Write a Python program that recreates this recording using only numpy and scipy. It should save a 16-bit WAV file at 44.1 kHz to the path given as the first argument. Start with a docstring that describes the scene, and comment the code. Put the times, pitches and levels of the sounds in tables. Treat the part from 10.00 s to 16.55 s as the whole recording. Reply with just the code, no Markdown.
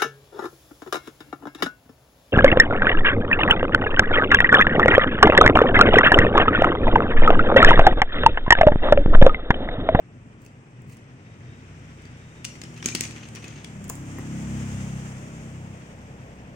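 """In a small shop, over the rumble of the town, fingers rub and tick against a diecast toy car.
Distant motorbikes putter by and a thin whine comes and goes. From 2.4 s the car is set on a glass shelf
and nudged into place: its metal body clashes and rings, loose wheels rattle and roll, the shelf thumps.
Near 3.9 s a plastic figure is picked up with a few light ticks. The exhaust pulses of a close motorbike
swell, pass at about 4.6 s and fade as more traffic draws near."""
import sys
import numpy as np
from scipy import signal
from scipy.fft import rfft, irfft
from scipy.io import wavfile
from scipy.ndimage import uniform_filter1d

SR = 44100
rng = np.random.default_rng(int(sys.argv[2]) if len(sys.argv) > 2 else 0)


def store_pcm(level_fs):
    """Save levels as 16-bit WAV."""
    pcm = np.round(np.clip(level_fs, -1, 1) * 32767).astype(np.int16)
    wavfile.write(sys.argv[1], SR, np.atleast_2d(pcm).T)


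N = 288855
TIME, FREQ_HZ = np.arange(N) / SR, np.fft.rfftfreq(N, 1 / SR)


def gain_of(db):
    return 10 ** (np.asarray(db) / 20)


def unit_rms(x):
    return x / np.sqrt(np.mean(x ** 2) + 1e-20)


def pan(left_db):
    return gain_of(np.array([[left_db], [-left_db]]) / 2)


def at_hz(points, hz):
    """Interpolates a table on a log-frequency axis."""
    f, value = np.transpose(points)
    return np.interp(np.log(hz + 1), np.log(f + 1), value)


def envelope(rows):
    """Gain curve through (s, dB) points, silent outside their span."""
    s, db = np.transpose(rows)
    gate = 1. * ((TIME >= s[0] - .04) & (TIME <= s[-1] + .04))
    return gain_of(np.interp(TIME, s, db)) * uniform_filter1d(gate, size=2000)


def add(mix, start_s, sound):
    part = mix[:, max(round(start_s * SR), 0):][:, :sound.shape[1]]
    part += sound[:, :part.shape[1]]


def coloured(x, colour):
    """Filters x by a (Hz, dB) table; rms 1."""
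    return unit_rms(irfft(rfft(x) * gain_of(at_hz(colour, FREQ_HZ)), N))


def minimum_phase(db):
    """Shortest impulse response with this gain over the rfft bins."""
    log_gain = np.log(gain_of(np.r_[db, db[-2:0:-1]]))
    return np.fft.ifft(np.exp(np.conj(signal.hilbert(log_gain)))).real


def wander(cutoff_hz):
    """Slow random drift; rms 1."""
    return unit_rms(irfft(rfft(rng.standard_normal(N)) / (1 + (FREQ_HZ / cutoff_hz) ** 4), N))


def passing(nearest_s, away_s, db, falloff=1.72):
    """Gain of a passing vehicle; screened by the shop front, it drops as distance ** -falloff."""
    return gain_of(db) / np.hypot(1, (TIME - nearest_s) / away_s) ** falloff


def power_sum(passes):
    return np.sqrt(sum(passing(*row) ** 2 for row in passes))


def heading(nearest_s, away_s):
    """-1 approaching, 0 beside the shop, 1 leaving."""
    return (TIME - nearest_s) / np.hypot(away_s, TIME - nearest_s)


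# Diffuse field. Each row: frequency in Hz, left-right coherence.
COHERENCE = [(100, 1), (300, 0.97), (640, 1), (1400, 0.29), (3000, 0.015), (7000, 0.084)]
def diffuse_noise(colour):
    """Noise alike at both microphones in the bass, less so above."""
    left, other = rfft(rng.standard_normal((2, N)))
    same = np.clip(at_hz(COHERENCE, FREQ_HZ), -1, 1)
    right = same * left + np.sqrt(1 - same ** 2) * other
    return coloured(irfft(np.array([left, right]), N), colour)


# Rumble spectrum. Each row: frequency in Hz, relative density in dB.
RUMBLE_SPECTRUM = [(20, -47), (40, -44), (55, -18), (85, -11.5), (125, 1), (160, -9.5), (240, -10),
                   (330, -20), (500, -26), (1000, -119.5)]
def town_rumble():
    """The town's constant, slightly wavering bass."""
    return diffuse_noise(RUMBLE_SPECTRUM) * gain_of(-48 + 1.5 * wander(4.4))


# Roar spectrum. Each row: frequency in Hz, relative density in dB.
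ROAR_SPECTRUM = [(150, 1.5), (280, 7), (450, 3), (700, -1.5), (1200, -5), (1900, -9), (2600, -8.5),
                 (3300, -20.5), (4000, -60), (8000, -20), (11000, -51)]
def traffic_roar():
    """A constant floor plus a broad swell of traffic around the near bike."""
    swell = np.hypot(gain_of(-55), passing(nearest_s=4.46, away_s=2.52, db=-50.5))
    return diffuse_noise(ROAR_SPECTRUM) * swell * gain_of(0.75 * wander(20))


# Approaching traffic. Each row: time in seconds, level in dB.
FOLLOWING_LEVELS = [(2.8, -84), (4.2, -55), (6.55, -51.5)]
# Its spectrum. Each row: frequency in Hz, relative density in dB.
FOLLOWING_SPECTRUM = [(200, 1), (310, -9), (420, 2), (560, 3.5), (780, -0.5), (1050, -6), (1600, -30),
                      (3000, -36)]
def following_traffic():
    """Traffic draws nearer behind the near bike."""
    return diffuse_noise(FOLLOWING_SPECTRUM) * envelope(FOLLOWING_LEVELS) * gain_of(1.1 * wander(11))


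# Distant vehicles. Each row: nearest time in seconds, time to draw away in seconds, level in dB.
TYRE_PASSBYS = [(1.9, 0.61, -55.5), (5.8, 3.8, -57.5)]
# Tyre spectrum. Each row: frequency in Hz, relative density in dB.
TYRE_SPECTRUM = [(700, -20), (1400, -2), (1950, 2), (2600, -2), (3500, -7.5), (4100, -15), (6000, -8.5),
                 (9000, -60)]
def tyres():
    """Road noise swells and fades with each vehicle."""
    return diffuse_noise(TYRE_SPECTRUM) * power_sum(TYRE_PASSBYS) * gain_of(1.3 * wander(21))


# Whine partials. Each row: frequency in Hz, relative level in dB.
WHINE_TONES = [(1855, 3), (3690, 0)]
# Whine envelope. Each row: time in seconds, level in dB.
WHINE_LEVELS = [(1.15, -95), (1.3, -65), (1.43, -73), (1.53, -63), (1.75, -82), (2.4, -61)]
def whine():
    """A thin, rough whine from the street that keeps breaking up."""
    phase_per_hz = 2 * np.pi * np.cumsum(1 + 0.0133 * wander(90)) / SR
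    tones = sum(gain_of(db + 2.5 * wander(35)) * np.sin(hz * phase_per_hz) for hz, db in WHINE_TONES)
    return envelope(WHINE_LEVELS) * unit_rms(tones)


def count_firings(rate_hz, jitter):
    """Running firing count of a slightly uneven engine."""
    return np.cumsum(rate_hz * (1 + jitter * wander(12.25))) / SR


def exhaust(firings, orders, waver_db, smear, drift_rad):
    """Pulses smeared by the street; as the bike moves, each order wavers in level and phase."""
    note = np.zeros(N)
    for order, db in orders:
        gain = gain_of(db + waver_db * wander(2.5))
        phase = 2 * np.pi * order * firings - smear * (order - 5) ** 2 + drift_rad * wander(0.83)
        note += gain * np.cos(phase)
    return unit_rms(note)


# Distant bikes. Each row: nearest time in seconds, time to draw away in seconds, firing rate in Hz,
# Doppler shift as a fraction, engine level in dB, relative hiss level in dB.
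FAR_PASSBYS = [(.4, 0.37, 25, 0.0062, -53, -68.5), (1.85, 0.43, 31.3, 0.02018, -45, -59.5),
               (3.001, 0.419, 38.6, .055, -41, -48.5)]
# Their exhaust inside the shop. Each row: frequency in Hz, relative level in dB.
FAR_SPECTRUM = [(50, -2), (63, -1.5), (78, -4), (95, 5.5), (118, 1.5), (155, 1), (195, -11.5), (235, -3),
                (275, -18.5), (312, -6), (350, -13.5)]
def far_bikes():
    """Each engine swells, drops in pitch and fades; orders near the shop's boom stand out."""
    mix = np.zeros(N)
    for nearest_s, away_s, rate_hz, doppler, db, _ in FAR_PASSBYS:
        firings = count_firings(rate_hz * (1 - doppler * heading(nearest_s, away_s)), jitter=0.0123)
        orders = [(k, at_hz(FAR_SPECTRUM, k * rate_hz)) for k in range(2, 10)]
        note = exhaust(firings, orders, waver_db=1.5, smear=0.63, drift_rad=0.77)
        mix += note * passing(nearest_s, away_s, db)
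    return mix


# Hiss spectrum. Each row: frequency in Hz, relative density in dB.
HISS_SPECTRUM = [(500, 8), (1300, 6), (2200, 5.5), (3200, 1), (4100, -10.5), (5200, -3), (6500, 3.5),
                 (8100, 0.5), (9300, -8), (11000, -16.5), (13000, -19.5), (15300, -16.5)]
def bike_hiss(near_firings, nearest_s=4.637, away_s=0.57):
    """Hiss of all the passing bikes, throbbing a little with the near engine."""
    passes = [(nearest_s, away_s, -41.5)] + [(s, away, db) for s, away, *_, db in FAR_PASSBYS]
    throb_db = 0.3 * np.cos(2 * np.pi * near_firings)
    return diffuse_noise(HISS_SPECTRUM) * power_sum(passes) * gain_of(-2 + 0.9 * wander(21) + throb_db)


# Near exhaust. Each row: multiple of the firing rate, level within its band in dB.
NEAR_ORDERS = [(1, -29), (2, -6.5), (3, -3), (4, 0.5), (5, -1.5), (6, -4), (7, -5.5), (8, -12.5), (9, -14),
               (10, -18), (11, -24.5)]
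# Its pass. Each row: time in seconds, then bass, middle and top band levels in dB.
NEAR_LEVELS = [ (0, -88, -86, -83), (3.3, -66, -55, -68), (3.78, -45, -40, -62), (4.02, -44.5, -42.5, -43),
               (4.16, -43, -42, -42.5), (4.31, -42, -30.5, -42), (4.48, -36, -28.5, -49),
               (4.62, -39, -31, -44), (4.78, -35, -31.5, -47), (4.92, -40, -31, -53.5),
               (5.15, -46, -40.5, -50.5), (5.42, -43.5, -39.5, -48.5), (5.8, -48, -46, -58.5),
               (6.55, -54, -47.5, -60)]
def near_bike(firings):
    """Bright as it comes, deep as it goes by; the firings vary in strength."""
    s, *bands_db = np.transpose(NEAR_LEVELS)
    bands = NEAR_ORDERS[:3], NEAR_ORDERS[3:7], NEAR_ORDERS[7:]
    note = np.zeros(N)
    for orders, db in zip(bands, bands_db):
        band = exhaust(firings, orders, waver_db=2.36, smear=0.351, drift_rad=0.6)
        note += band * gain_of(np.interp(TIME, s, db))
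    return note * gain_of(0.59 * wander(30))


def street():
    """Engines over traffic noise; the street lies to the left, so the right side hears it later."""
    near_rate_hz = 32.75 * (1 - .023 * heading(nearest_s=4.95, away_s=.4))
    firings = count_firings(near_rate_hz, jitter=0.0048)
    background = far_bikes() + town_rumble() + traffic_roar() + following_traffic() + tyres()
    left, right = background + bike_hiss(firings) + near_bike(firings) + whine()
    return np.array([left, np.roll(right, 14)])


# Room decay. Each row: frequency in Hz, T60 in seconds.
SHOP_T60 = [(200, 0.15), (1000, 0.87), (2500, 0.44), (6500, 0.38), (9000, 0.29), (12000, 0.47),
            (16000, 0.29)]
def reflections():
    """Sparse echoes from shelves and boxes, each band dying at its own speed."""
    taps = np.zeros((2, SR))
    slots = np.arange(180, SR - 12, 12)
    delays = slots + rng.integers(0, 12, (2, len(slots)))
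    np.put_along_axis(taps, delays, rng.choice([-1., 1.], delays.shape), 1)
    hz, t, spectra = signal.stft(taps, SR, nperseg=256)
    colour_db = at_hz([(200, -5.0), (2500, 1.0), (8500, 1.5), (11500, -4.5)], hz)[:, None]
    decay_db = 60 * t / at_hz(SHOP_T60, hz)[:, None]
    tail = signal.istft(spectra * gain_of(colour_db - decay_db), SR, nperseg=256)[1]
    return tail / np.linalg.norm(tail[0])


def shop_echo(x, wet_db, swap_hz=3):
    """Moving hands keep changing the paths into the room: two echo patterns take turns."""
    phase = 2 * np.pi * swap_hz * TIME
    shares = np.cos(phase), np.sin(phase)
    wet = sum(signal.fftconvolve(x * share, reflections(), axes=1)[:, :N] for share in shares)
    return gain_of(wet_db) * wet


def strokes(rows, attack_s, release_s):
    """Each stroke of the hand builds up, holds and dies away."""
    pressure = np.zeros(N)
    for start_s, length_s, db in rows:
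        rise = np.clip((TIME - start_s) / attack_s, 0, 1)
        fall = np.exp(-np.maximum(TIME - start_s - length_s, 0) / release_s)
        pressure += gain_of(db) * rise * fall
    return pressure


def decay_tails(impulses, decay_s):
    return signal.lfilter([1], [1, -np.exp(-1 / (decay_s * SR))], impulses)


def friction(colour, slips_per_s, spread_db):
    """Many tiny slips of uneven size, each a short burst of noise."""
    slips = (rng.random(N) < slips_per_s / SR) * gain_of(spread_db * np.minimum(rng.exponential(1, N), 3))
    bursts = np.sqrt(decay_tails(slips ** 2, decay_s=0.003))
    noise = rng.standard_normal(N) + 0.82 * rng.standard_normal((2, N))
    return coloured(bursts * noise, colour)


# Finger strokes. Each row: start in seconds, length in seconds, level in dB.
RUB_STROKES = [(.39, 0.076, -62), (.86, 0.073, -55)]
# Rub spectrum. Each row: frequency in Hz, relative density in dB.
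RUB_SPECTRUM = [(800, -11), (2500, 8), (3400, -9), (4400, 0), (5500, -3), (7000, 1), (10000, -6),
                (12500, -30), (15000, -1)]
def finger_rubs():
    """Fingertips rub the toy as they turn it."""
    pressure = strokes(RUB_STROKES, attack_s=0.059, release_s=0.017)
    return friction(RUB_SPECTRUM, slips_per_s=550, spread_db=3) * pressure * pan(-3)


# Nudges. Each row: start in seconds, length in seconds, level in dB.
PUSH_STROKES = [(2.76, 0.014, -50), (2.84, 0.045, -43), (2.96, 0.08, -46.5), (3.155, 0.087, -50.5),
                (3.35, 0.018, -51), (3.42, 0.18, -51)]
# Rolling spectrum. Each row: frequency in Hz, relative density in dB.
ROLL_SPECTRUM = [(300, -3), (1100, 9), (2000, 13.5), (2600, 17.5), (4000, 7), (5500, 5), (6600, 14),
                 (7600, -39), (9000, -28), (11000, -39), (15000, -26)]
def wheel_rolls():
    """Wheels and body roll and slide on the glass, push by push."""
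    pressure = strokes(PUSH_STROKES, attack_s=0.0064, release_s=0.033)
    return friction(ROLL_SPECTRUM, slips_per_s=290, spread_db=2) * pressure * pan(0.5)


def ringing(modes, t, scatter_rad):
    """Dying sines, each reaching the two microphones with its own phase."""
    return sum(gain_of(db - 60 * t / t60)
               * np.sin(2 * np.pi * hz * t + scatter_rad * rng.standard_normal((2, 1)))
               for hz, db, t60 in modes)


def rattle(t, db, rebounds_per_s=170, t60_s=.25):
    """Envelope of loose wheels and axles rebounding after a blow."""
    rebounds = (rng.random(len(t)) < rebounds_per_s / SR) * rng.random(len(t))
    return decay_tails(rebounds * gain_of(db - 60 * t / t60_s), decay_s=0.0014)


def crack(contact, colour, ring_hz, resonance_db, tilt_db, width):
    """Noise of clashing parts, coloured by the material and the struck part's resonance."""
    noise = rng.standard_normal(len(contact)) + width * rng.standard_normal((2, len(contact)))
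    hz = np.fft.rfftfreq(1024, 1 / SR)
    peak_db = resonance_db / (1 + ((hz / ring_hz - 1) / 0.032) ** 2)  # half-width 3.2 %
    slope_db = tilt_db * np.log2(np.maximum(hz, 1000) / 6000)
    response = minimum_phase(at_hz(colour, hz) + peak_db + slope_db)
    burst = signal.fftconvolve(noise * contact, response[None], axes=1)[:, :len(contact)]
    return burst / np.sqrt((burst ** 2).sum(1, keepdims=True) / 10)


# Modes of car and glass. Each row: frequency in Hz, relative level in dB, T60 in seconds.
BODY_MODES = [(1890, -36, 0.27), (2150, -27.5, 0.08), (2420, -42, 0.18), (2870, -47, 0.25), (3170, -44, .2),
              (3580, -41, 0.25), (4700, -37.5, .24), (5230, -51, 0.33), (5640, -29, 0.37),
              (6460, -35, 0.22), (6700, -42, 0.23), (7900, -42, 0.3), (7960, -36, .28), (9100, -48, 0.22)]
# Dull bending modes of the shelf. Each row: frequency in Hz, relative level in dB, T60 in seconds.
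SHELF_MODES = [(122, -16.5, 0.22), (208, -11, 0.1), (240.6, -7.5, 0.13), (304, -5, 0.043),
               (345, -13.5, 0.05)]
def blow(row, colour, body_db, ring_cycles, rise_s, width, resonance_db, rattle_db):
    """Parts clash and rattle; the struck part rings briefly, the body sings on, the shelf thumps."""
    db, ring_hz, tilt_db, thump_db, ring_db, clash_ms = row
    t = np.arange(16384) / SR
    onset = 1 - np.exp(-(t / rise_s) ** 2)
    clash = onset * np.exp(-t * 1000 / clash_ms)
    contact = clash / clash.max() + rattle(t, rattle_db)
    burst = crack(contact, colour, ring_hz, resonance_db, tilt_db, width)
    # grip and contact point shift and reweight the modes at every blow
    modes = np.array(BODY_MODES, float)
    modes[:, 0] *= 1 + .002 * rng.standard_normal(len(modes))
    modes[:, 1] += 3 * rng.standard_normal(len(modes))
    ring = ringing([(ring_hz, ring_db, ring_cycles / ring_hz)], t, scatter_rad=0.36)
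    body = gain_of(body_db) * ringing(modes, t, scatter_rad=3.4)
    thump = gain_of(thump_db) * ringing(SHELF_MODES, t, scatter_rad=0.17)
    return gain_of(db) * (burst + onset * (ring + body + thump))


# Plastic spectrum. Each row: frequency in Hz, relative density in dB.
PLASTIC_SPECTRUM = [(200, -19), (900, -10), (2000, -12), (4000, -17.5), (7000, 0.5), (9500, -5),
                    (13000, -9.5), (14500, -12), (16000, 2)]
# Light taps. Each row: start in seconds, relative level in dB, ring in Hz, treble tilt in dB per
# octave, thump and ring in dB re the tap, clash decay in ms.
PLASTIC_TICKS = [ (0.418, -45, 7740, 0, -25, 1, 4.7), (0.45, -43, 7640, -3, -25, -1, 3),
                 (0.82, -40, 7700, 11, -27, -8, 0.6), (0.969, -39.5, 6200, -3, -22, -8, 2.7),
                 (3.842, -31.5, 8000, -3, -27, -11, 3.5), (3.8813, -30, 9600, 6, -13, -3, 1.2),
                 (3.8935, -24, 7860, 0, -30, -3, 2.5), (3.8979, -12, 6900, 2, -22, -8.5, 2),
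                 (3.8997, -22, 1010, -10, -10, -30, 5.5), (3.9541, -34, 7860, -2, -15, 6, 3),
                 (4.185, -29.5, 1930, -15, -5.5, -7, 2.2), (4.187, -28.5, 14500, 8, -27, -3, 1.3),
                 (4.193, -33.5, 1980, -12, -2, -4, 4)]
def plastic_ticks():
    """Plastic and fingertips tap: a sharp onset, little ring."""
    mix = np.zeros((2, N))
    for start_s, *row in PLASTIC_TICKS:
        add(mix, start_s, blow(row, PLASTIC_SPECTRUM, body_db=-22, ring_cycles=29, rise_s=0.00017,
                               width=11, resonance_db=1.5, rattle_db=-26))
    return gain_of(2) * mix


# Metal spectrum. Each row: frequency in Hz, relative density in dB.
METAL_SPECTRUM = [(200, -44), (900, -7.5), (1400, -7), (2400, 3), (3200, -0.5), (4100, -3), (4700, -1.5),
                  (5600, -1.5), (6600, 1), (7300, -3.5), (8100, -1.5), (9300, -6.5), (10500, -18),
                  (13000, -20), (14600, -16), (16000, -15)]
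# Knocks of the car. Each row: start in seconds, relative level in dB, ring in Hz, treble tilt in dB
# per octave, thump and ring in dB re the knock, clash decay in ms.
CAR_KNOCKS = [ (0.462, -40, 2613, 4, -8, -5, 2), (2.019, -48, 8200, 4, -20, -3, 2),
              (2.0528, -41.5, 4600, -2, 1, -4, 1.7), (2.4445, -24, 8800, -1, -32, -10, 1.5),
              (2.4486, -16, 6740, 1, -28, -25, 2.4), (2.553, -35, 2130, -4, -18, -13, 7),
              (2.6154, -26, 6800, -1.5, -12, -2.5, 2.2), (2.6353, -29, 5270, -2, -6.5, -13, 3.5),
              (2.651, -43, 3000, -7, -9, 0.5, 4), (2.7415, -43, 6500, 0, -15, -10, 1.7),
              (2.7757, -36.5, 2570, 0, -18, -6, 2.5), (2.803, -48, 3080, 2, -15, 9, 4),
              (2.8253, -23.5, 5730, -4, -15, -2.5, 4.5), (2.8419, -29, 5500, -2, -19, -8, 2.5),
              (2.8475, -27.5, 6600, -2, -7, -10, 3.5), (2.8582, -10, 6570, 3, -12.5, -2.5, 2),
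              (2.8854, -17.5, 5170, -1, -16, -12, 3.4), (2.902, -33, 6260, -2, -16, -6, 4),
              (2.921, -38, 2390, 2, 0, 6, 4.5), (2.9488, -10, 4580, 1.5, -13, -17, 4.1),
              (2.9607, -26, 6560, -1, -17, 1, 3), (3.008, -11.5, 6800, 2.5, -16, -3, 0.95),
              (3.0183, -29, 5300, -3, -20, -8, 2.3), (3.0353, -20, 6660, -2, -19, -9, 4.3),
              (3.0423, -29, 2360, 0, -21, -15, 2.5), (3.051, -24, 5950, -3, -21, -2, 3.5),
              (3.1085, -30.5, 6400, -2, -18, -13, 1.9), (3.123, -37, 6600, -4, -16, -4, 2),
              (3.161, -32, 2390, -5.5, -11, -17, 5.5), (3.2274, -44, 2460, -6, -3, -2, 6.2),
              (3.286, -35, 8000, 0, -22, -9, 2), (3.3496, -30, 7100, 2, -5, -13, 3.1),
              (3.357, -29, 5830, -2, -14, -4, 4), (3.367, -29, 2430, -6.5, -11, -16, 6),
              (3.429, -43, 6600, -2, -13, -8, 4), (3.441, -31, 2560, -1.5, -4, -3, 5.6),
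              (3.4797, -33.5, 6780, -1, -26, -0.5, 2.5), (3.6442, -27, 3360, -1.5, -26, -14, 2.2)]
def car_knocks():
    """The metal car clicks, chatters and rings, in the hand and on the glass."""
    mix = np.zeros((2, N))
    for start_s, *row in CAR_KNOCKS:
        add(mix, start_s, blow(row, METAL_SPECTRUM, body_db=-4, ring_cycles=83, rise_s=0.0011,
                               width=2.2, resonance_db=4.5, rattle_db=-21))
    return gain_of(2.5) * mix * pan(-0.2)


def scene():
    """Close toys, the small room behind them, the street outside."""
    toys = wheel_rolls() + finger_rubs() + car_knocks() + plastic_ticks()
    return toys + shop_echo(toys, wet_db=-9.5) + street()


# Microphone port imbalance. Each row: frequency in Hz, left over right in dB.
PORT_BALANCE = [(100, 1), (800, 0.2), (1600, 2.5), (4200, 2), (6200, 7.5), (7000, 9.5), (7900, -40),
                (8600, -3.5), (9700, -8), (11500, -2), (15000, 4)]
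def record(dry, cutoff_hz=16000):
    """The two ports ring at different pitches and colour their sides; a low-pass follows."""
    balance_db = at_hz(PORT_BALANCE, FREQ_HZ)
    sides = gain_of(np.array([balance_db, -balance_db]) / 2)
    heard = irfft(rfft(dry) * sides / np.sqrt((sides ** 2).mean(0)), N)
    lowpass = signal.firwin(255, cutoff_hz, window=("kaiser", 9), fs=SR)
    return signal.oaconvolve(heard, lowpass[None], "same")


dry = scene()
out = record(dry)
store_pcm(out)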